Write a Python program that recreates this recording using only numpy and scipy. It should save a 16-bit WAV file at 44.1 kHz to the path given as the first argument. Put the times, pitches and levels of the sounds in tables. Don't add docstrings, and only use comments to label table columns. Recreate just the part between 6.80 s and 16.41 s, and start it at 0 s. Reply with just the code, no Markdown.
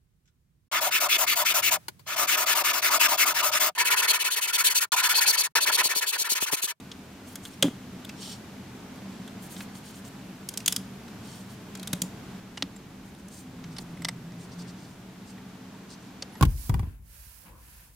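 import sys
import numpy as np
from scipy import signal
from scipy.fft import rfft, irfft, next_fast_len
from scipy.io import wavfile
from scipy.ndimage import uniform_filter1d

SR = 44100
rng = np.random.default_rng(int(sys.argv[2]) if len(sys.argv) > 2 else 0)


def wav_record(signal):
    frames = np.transpose(np.atleast_2d(signal))
    bounded = np.clip(frames, -1, 1)
    quanta = np.round(bounded * 32767).astype(np.int16)
    wavfile.write(sys.argv[1], SR, quanta)


def magnitude_from_level(level_db):
    exponent = np.asarray(level_db, float) / 20
    return 10 ** exponent


N = 423801
T = np.arange(N) / SR
LEFT_RIGHT = np.array([[1], [-1]])
SETUP_S = 5.6

# start_s, pitch_hz, level_db
FAN_HUM = [(0, 193.8, -53), (.4, 192.5, -61), (.65, 192.5, -52), (1.15, 192.3, -51.5), (1.75, 192, -53.5),
           (2.3, 192, -51), (3.8, 194.6, -52), (4.07, 191.5, -47), (4.65, 192.7, -55), (5.17, 184, -45),
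           (5.4, 188, -52.5), (5.9, 189.9, -50.5), (6.55, 185.5, -53), (6.9, 167, -45.5),
           (7.12, 166.7, -43), (7.7, 170, -50), (8.0, 186.4, -51.5), (9.61, 193, -56)]


def unit(x):
    return x / np.sqrt(np.mean(x ** 2))


def on_log(table, hz):
    table_hz, db = np.transpose(table)
    return np.interp(np.log(hz + 1e-9), np.log(table_hz), db)


def ring(x, modes, flip=-1):
    total = 0
    for k, (hz, width_hz, db) in enumerate(modes):
        b, a = signal.iirpeak(hz, hz / width_hz, fs=SR)
        total = total + flip ** k * magnitude_from_level(db) * signal.lfilter(b, a, x)
    return total


def bandpass(x, low_hz, high_hz):
    b, a = signal.butter(2, (low_hz, high_hz), "band", fs=SR)
    return signal.lfilter(b, a, x)


def decay(t, t60_s):
    return np.exp(-np.log(1000) * t / t60_s)


def walk(rate_hz):
    hold = int(SR / rate_hz)
    steps = np.repeat(rng.standard_normal(N // hold + 1), hold)
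    return 1.9 * uniform_filter1d(uniform_filter1d(steps, hold), hold)[:N]


def air(colour):
    # pitch_hz, level_db
    stereo_width = [(60, -23), (110, -15), (200, -20.5), (380, -9.5), (1000, -6.5), (2380, -4.5), (8120, 0),
                    (15000, 1)]
    n = next_fast_len(N)
    hz = np.fft.rfftfreq(n, 1 / SR)
    mid, side = rfft(rng.standard_normal((2, n))) * colour(hz)
    side = side * magnitude_from_level(on_log(stereo_width, hz))
    return unit(irfft(mid + LEFT_RIGHT * side, n)[:, :N])


def add(out, start_s, sound):
    i = max(int(start_s * SR), 0)
    out[:, i:i + sound.shape[-1]] += sound[..., :N - i]


def camera_db():
    start_s, _, hum_db = np.transpose(FAN_HUM)
    lean_db = 0.051 * (np.interp(T, start_s, hum_db) - np.mean(hum_db))
    return -50 - 2.5 * (T > SETUP_S) + lean_db


def microphone_hiss(rush_db):
    # pitch_hz, level_db (per Hz)
    hiss_spectrum = [(880, -13), (1500, 3), (1990, -4), (2200, -2.5), (4660, -12.5), (12500, -15.5),
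                     (15200, -17), (16500, -45)]

    def colour(hz):
        return magnitude_from_level(on_log(hiss_spectrum, hz)) * np.clip(hz / 3500, 0, 1) ** 0.74

    return magnitude_from_level(-60 + 1.2 * (rush_db + 53)) * air(colour)


def far_traffic():
    peak_s, spread_s, level_db = 5.8, 1, -57.5
    modes = [(70, 90, 0)]  # pitch_hz, width_hz, level_db
    swell = np.exp(-((T - peak_s) / spread_s) ** 2 / 2)
    return magnitude_from_level(level_db) * swell * unit(ring(ring(rng.standard_normal(N), modes), modes))


def fan(rush_db):
    # pitch_hz, width_hz, level_db
    room_modes = [(89, 27, -12.5), (127.8, 23, -5), (255.7, 13, -6), (323.5, 43, -14)]
    # pitch_hz, level_db (per Hz)
    rush_spectrum = [(15, -61), (25, -21.5), (86, -9.5), (119, -3), (157, -8), (188, 4.5), (221, -1.5),
                     (259, -1.5), (357, -10.5), (439, -8), (482, -15), (728, -13.5), (6000, -30.5),
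                     (7800, -35), (13200, -120)]
    start_s, pitch_hz, level_db = np.transpose(FAN_HUM)
    hz = np.interp(T, start_s, pitch_hz)
    main_db = np.interp(T, start_s, level_db)
    slow = signal.lfilter([1], [1, -np.exp(-np.pi * 11 / SR)], rng.standard_normal((2, N)))
    phase = 2 * np.pi * np.cumsum(hz) / SR
    main = unit(slow[0] * np.cos(phase) + slow[1] * np.sin(phase))
    flank = 0
    for mode_hz, width_hz, db in room_modes:
        tone = unit(ring(rng.standard_normal(N), [(mode_hz, width_hz, 0)]))
        flank = flank + magnitude_from_level(db + 1.5 * walk(1.228)) * tone
    rush = air(lambda f: magnitude_from_level(on_log(rush_spectrum, f)))
    rush_gain = magnitude_from_level(rush_db + 4.5 + 0.64 * walk(3.74))
    return magnitude_from_level(main_db + 3) * main + magnitude_from_level(rush_db + 2) * flank + rush_gain * rush


def room(x, gap_s, t60_low_s, t60_high_s, wet_db):
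    t = np.arange(SR // 2) / SR
    mid, side = rng.standard_normal((2, len(t)))
    noise = mid + LEFT_RIGHT * magnitude_from_level(-9) * side
    low = signal.lfilter(*signal.butter(1, 3000, fs=SR), noise)
    tail = low * decay(t, t60_low_s) + (noise - low) * decay(t, t60_high_s)
    tail = tail * np.clip(t / gap_s - 1, 0, 1)
    tail = tail / np.sqrt(np.sum(tail ** 2) / 2)
    return magnitude_from_level(wet_db) * signal.fftconvolve(x, tail, axes=1)[:, :N]


def peg_squeak():
    # start_s, length_s, partial_ratio, level_db
    bursts = [
        (9.493, .035, 1, -68),
        (9.52, .04, 1, -76),
        (9.553, .08, 1, -68),
        (9.518, .038, 1.138, -63),
        (9.55, .045, 1.138, -64),
        (9.59, .03, 1.138, -69),
    ]
    from_hz, to_hz, mid_s, bend_s = 8950, 10330, 9.537, .02
    hz = from_hz + (to_hz - from_hz) * (1 + np.tanh((T - mid_s) / bend_s)) / 2
    out = 0
    for start_s, length_s, ratio, db in bursts:
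        swell = np.sin(np.pi * np.clip((T - start_s) / length_s, 0, 1)) ** .6
        phase = np.cumsum(ratio * hz * (1 + .004 * walk(300))) / SR
        out = out + np.sqrt(2) * swell * magnitude_from_level(db + 1.9 * walk(80)) * np.sin(2 * np.pi * phase)
    return out


def rubbing(strokes, zones, outer_db):
    attack, release = 0.21, 0.26
    fade_db, patchy_db = 14, 1
    brightens_db = 3
    out = np.zeros((2, N))
    for start_s, length_s, db, tilt_db in strokes:
        u = np.linspace(0, 1, int(length_s * 1.5 * SR)) * 1.5 - .25
        press = np.minimum(np.minimum(u / attack, (1 - u) / release), 1)
        edge = np.clip(np.minimum(u + .25, 1.25 - u) * length_s / .003, 0, 1)
        for step, modes in zip((-1, 0, 1), zones):
            size, mid, side = rng.standard_normal((3, SR // 2))[:, :len(u)]
            grain = mid + LEFT_RIGHT * magnitude_from_level(-6.5) * side
            grain = grain * magnitude_from_level(1.7 * uniform_filter1d(size, 100) * 10)
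            zone_db = db + patchy_db * uniform_filter1d(size, size=900) * 30
            zone_db = zone_db + step * (tilt_db + brightens_db * (u - .5)) + abs(step) * outer_db
            zone_db = zone_db + fade_db * (press - 1)
            add(out, start_s - length_s / 4, edge * magnitude_from_level(zone_db) * unit(ring(grain, modes)))
    return out


def fingertips():
    # start_s, length_s, level_db, tilt_db (per zone)
    frame_strokes = [(.455, 0.1, -57.5, 1.5), (.622, .075, -54.5, 0), (.7, .06, -59.5, -2),
                     (1.38, 0.2, -48.5, -6), (2.15, 0.038, -67, 2), (2.28, .2, -69, -7),
                     (2.61, 0.074, -55, 3), (2.69, 0.075, -52, 2.5), (2.76, 0.091, -52.5, 1),
                     (2.94, .06, -54.5, 0), (3.03, 0.11, -55.5, -1), (3.13, 0.085, -57, -1.5),
                     (3.24, 0.057, -55.5, 0), (4.4, .27, -57, -3), (4.68, .09, -60, -1)]
    # start_s, length_s, level_db, tilt_db (per zone)
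    box_strokes = [(6.245, .07, -66, 1), (6.38, 0.031, -63, -2), (6.5, 0.14, -53.5, -1),
                   (6.9, 0.055, -66, -9), (6.99, 0.045, -57, 3), (7.58, 0.093, -59.5, -3),
                   (7.71, .045, -63, -12.5), (7.78, .06, -56.5, -8.5), (7.87, 0.05, -58.5, -8),
                   (7.94, .24, -64.5, -6), (8.46, .07, -59, -4), (9.092, 0.064, -56, -11),
                   (9.2, .12, -69, -9)]
    # pitch_hz, width_hz, level_db
    skin_on_frame = [(3100, 310, 3.5), (3900, 450, 1), (4470, 300, 4.5), (5600, 260, 3.5)]
    # pitch_hz, width_hz, level_db
    skin_on_box = [(4540, 1100, 14.5), (6100, 660, 11)]
    # pitch_hz, width_hz, level_db
    high = [(6400, 440, 0.11), (7500, 330, 2.5), (8340, 290, 1), (9120, 360, 0.5)]
    # pitch_hz, width_hz, level_db
    top = [(10130, 1500, 1.5), (12800, 1700, 0), (14500, 1500, -1)]
    on_frame = rubbing(frame_strokes, (skin_on_frame, high, top), outer_db=-1.5)
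    return on_frame + rubbing(box_strokes, (skin_on_box, high, top), outer_db=-5)


def table_top():
    # start_s, peak_db, pitch_hz, t60_s
    thumps = [(.826, -18, 557, 0.074), (.826, -23, 171.5, 0.23), (.841, -13.5, 290, 0.12),
              (.866, -29, 278, 0.11), (.845, -34, 600, 0.12), (5.133, -23, 180, 0.059),
              (5.134, -41, 580, 0.12), (5.220, -23, 182.6, 0.14), (5.825, -31.5, 273, 0.097),
              (5.827, -33, 180, 0.085), (0.828, -27.5, 430, 0.069), (0.832, -31, 126, 0.14),
              (0.881, -15.5, 250, 0.037), (9.424, -41.5, 560, 0.053), (5.824, -35, 553, 0.033),
              (7.25, -35, 252, 0.058), (8.94, -44, 892, 0.058), (9.555, -43, 908, 0.037)]
    out, t = np.zeros((2, N)), np.arange(SR // 4) / SR
    chance = rng.standard_normal((len(thumps), 2, len(t)))
    chance = uniform_filter1d(chance, 220, axis=2) * np.sqrt(220)
    for (start_s, db, hz, t60_s), (swell, waver) in zip(thumps, chance):
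        phase = 2 * np.pi * np.cumsum(hz * (1 + 0.036 * waver)) / SR
        onset = 1 - np.exp(-t * hz * 3)
        add(out, start_s, magnitude_from_level(db + 4.2 * swell) * onset * decay(t, t60_s) * np.sin(phase))
    return out


def snaps(events, modes, rise_s, fall_s, grit_db, main_db, main_width_hz, lift_db, top_db, dull_hz,
          side_db, pan_db):
    # pitch_hz, width_hz, level_db
    crack = [(2140, 2600, -3.5), (4120, 4300, 3), (7560, 3300, -5), (11300, 8000, -8)]
    borders = (0, 2800, 6000, 10000, 20000)
    out, t = np.zeros((2, N)), np.arange(1500) / SR
    shape = (t / rise_s) ** 1.8 / (1 + (t / rise_s) ** 0.87) * np.exp(-t / fall_s)
    window = np.clip(t / 0.00049, 0, 1) * np.clip(2 - t / 0.016, 0, 1)
    chance = rng.standard_normal((len(events), 3, 1500))
    for (start_s, db, loudest_hz, low_db, high_db), (size, mid, side) in zip(events, chance):
        slips = shape * magnitude_from_level(grit_db * size) * np.array([mid, magnitude_from_level(side_db) * side])
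        force = rfft(slips)
        slips = irfft(force / uniform_filter1d(np.abs(force[0]), size=9)) * window
        grip = [(hz * (1 + .015 * a), 1.5 * width_hz, mode_db + 1.5 * b)
                for (hz, width_hz, mode_db), a, b in zip(modes, size[-40:], size[-80:])]
        others = [mode for mode in grip if abs(mode[0] - loudest_hz) > 350]
        every = sorted(others + [(loudest_hz, main_width_hz, main_db)]) + crack
        body, treble, sizzle = magnitude_from_level(np.array([low_db, high_db, high_db + top_db]) + lift_db)
        middle = np.sqrt(max(1 - body ** 2 - treble ** 2 - sizzle ** 2, .2))
        both = 0
        for share, lo, hi in zip((body, middle, treble, sizzle), borders, borders[1:]):
            sharp = slips * np.exp(-t * lo / 45)
            zone = ring(sharp, [mode for mode in every if lo <= mode[0] < hi], flip=0.7)
            zone = bandpass(zone, max(0.36 * lo, 500), min(hi + dull_hz, 20000))
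            both = both + share * zone / np.abs(zone[0]).max()
        loudness = 2.6 * uniform_filter1d(both[0] ** 2, size=50).max() ** .5
        stereo = both[0] + LEFT_RIGHT * both[1]
        add(out, start_s - .0012, magnitude_from_level(db + LEFT_RIGHT * pan_db / 2) * stereo / loudness)
    return out


def box_snaps():
    # start_s, peak_db, loudest_mode_hz, body_db (re peak), treble_db (re peak)
    presses = [(5.7742, -23, 2830, -8.5, -30), (5.9625, -37.5, 7410, -15, -8.5),
               (6.347, -41, 3720, -22, -9), (6.4837, -38.5, 6360, -23, 3), (6.84, -35.5, 5660, -10.5, -23),
               (6.9653, -32, 4994, -14, -19), (6.984, -24.5, 4330, -15, -13),
               (7.1711, -38.5, 2050, -5, -10), (7.2204, -30, 2070, -10, -10.5),
               (7.2477, -14.5, 2070, -14.5, -11), (7.2858, -16.5, 2094, -11.5, -10.5),
               (7.5194, -42, 1940, -12, -21), (8.5786, -39.5, 1843, 14, -17),
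               (9.423, -20, 4540, -16.5, -26), (9.5535, -39, 1877, -9, -14)]
    # start_s, peak_db, loudest_mode_hz, body_db (re peak), treble_db (re peak)
    click_home = [
        (5.8241, -10.5, 3350, -12, -28),
    ]
    # pitch_hz, width_hz, level_db
    modes = [(870, 420, -8), (1310, 90, -5.5), (2100, 290, 0.5), (3000, 370, -5.5), (3680, 420, -3.5),
             (4440, 140, -17), (4920, 810, 5), (5750, 62, -4), (5860, 2400, 0), (8000, 240, 2),
             (8800, 190, -6), (10000, 2200, 12), (12100, 530, -25), (12900, 1100, -27)]
    out = snaps(presses, modes, rise_s=.0007, fall_s=0.0026, grit_db=6.0, main_db=10.0, main_width_hz=170,
                lift_db=5.0, top_db=-4.5, dull_hz=2020, side_db=-13.0, pan_db=-1.5)
    out += snaps(click_home, modes, rise_s=.00015, fall_s=0.0018, grit_db=6.0, main_db=25.0,
                 main_width_hz=1700, lift_db=3.0, top_db=9, dull_hz=600, side_db=-19.0, pan_db=-1.5)
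    return out


def frame_snaps():
    # start_s, peak_db, loudest_mode_hz, body_db (re peak), treble_db (re peak)
    presses = [(0.0014, -40, 3660, -23, -12.5), (0.1156, -27, 3340, -23, -30),
               (0.556, -23.5, 9600, -21, -9), (0.653, -25, 3380, -25, -13.5), (0.7344, -44, 5330, -19, -15),
               (0.8253, -2.5, 3320, -25.5, -14), (1.2484, -28.5, 3520, -26, -14),
               (1.2928, -27.5, 2660, -16.5, -17), (2.477, -33.5, 3290, -17, -15),
               (2.7646, -33.5, 3680, -18, -14), (2.8055, -27.5, 3730, -6, -27)]
    # start_s, peak_db, loudest_mode_hz, body_db (re peak), treble_db (re peak)
    plate_presses = [(3.689, -18, 8670, -43, -10), (3.7389, -30, 6500, -19, -13),
                     (3.7744, -16, 5750, -41, -10), (3.8033, -32, 2720, -16, -19),
                     (3.8606, -11, 6820, -45, -11.5), (3.8794, -6, 3400, -29.5, -13),
                     (3.9242, -13.5, 5400, -28, -13), (3.9629, -12.5, 5100, -31, -12.5),
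                     (4.2812, -38, 3620, -9, -20), (4.952, -29, 6700, -16, -14),
                     (4.9736, -37, 7350, -12, -11), (4.9965, -33, 4200, -20, -14.5),
                     (5.03, -29, 3780, -20, -15), (5.074, -23, 3640, -26, -13),
                     (5.1312, -15, 3750, -19.5, -12), (5.219, -12, 7200, -41, -12)]
    # pitch_hz, width_hz, level_db
    modes = [(1180, 62, -42), (1610, 140, -10), (2160, 67, -7), (2550, 36, -2.5), (3330, 90, 8.5),
             (3880, 200, 5.5), (5100, 1070, 10.5), (6240, 1300, 5.5), (7340, 1300, 6.5), (8200, 120, 11),
             (9300, 600, 13), (10100, 680, -13), (11540, 780, -14), (14000, 230, -17)]
    out = snaps(presses, modes, rise_s=0.0013, fall_s=0.0026, grit_db=6.0, main_db=17.5, main_width_hz=350,
                lift_db=9.5, top_db=-2.5, dull_hz=2260, side_db=-14.5, pan_db=0.0)
    out += snaps(plate_presses, modes, rise_s=0.00048, fall_s=0.0023, grit_db=-1.0, main_db=16.5,
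                 main_width_hz=380, lift_db=9.5, top_db=-4.5, dull_hz=6400, side_db=-11.0, pan_db=-0.2)
    return out


def scene():
    rush_db = camera_db()
    background = microphone_hiss(rush_db) + far_traffic() + fan(rush_db)
    bricks = bandpass(frame_snaps() + box_snaps(), 110, 15000)
    thumps = bandpass(table_top(), 110, 15000)
    sent = (bricks + magnitude_from_level(-12) * thumps) * np.where(T < SETUP_S, 1, magnitude_from_level(-12.0))
    walls = room(sent, gap_s=0.0065, t60_low_s=0.27, t60_high_s=0.25, wet_db=-17.5)
    return background + walls + peg_squeak() + fingertips() + thumps + bricks


def band_limit(x):
    return signal.sosfilt(signal.butter(12, 16650, fs=SR, output="sos"), x)


def record(dry):
    rounded = .8 * np.tanh(dry / .8)
    top_cut = signal.ellip(8, .2, 50, 16100, fs=SR, output="sos")
    return band_limit(signal.sosfilt(top_cut, rounded))


dry = scene()
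out = record(dry)
wav_record(out)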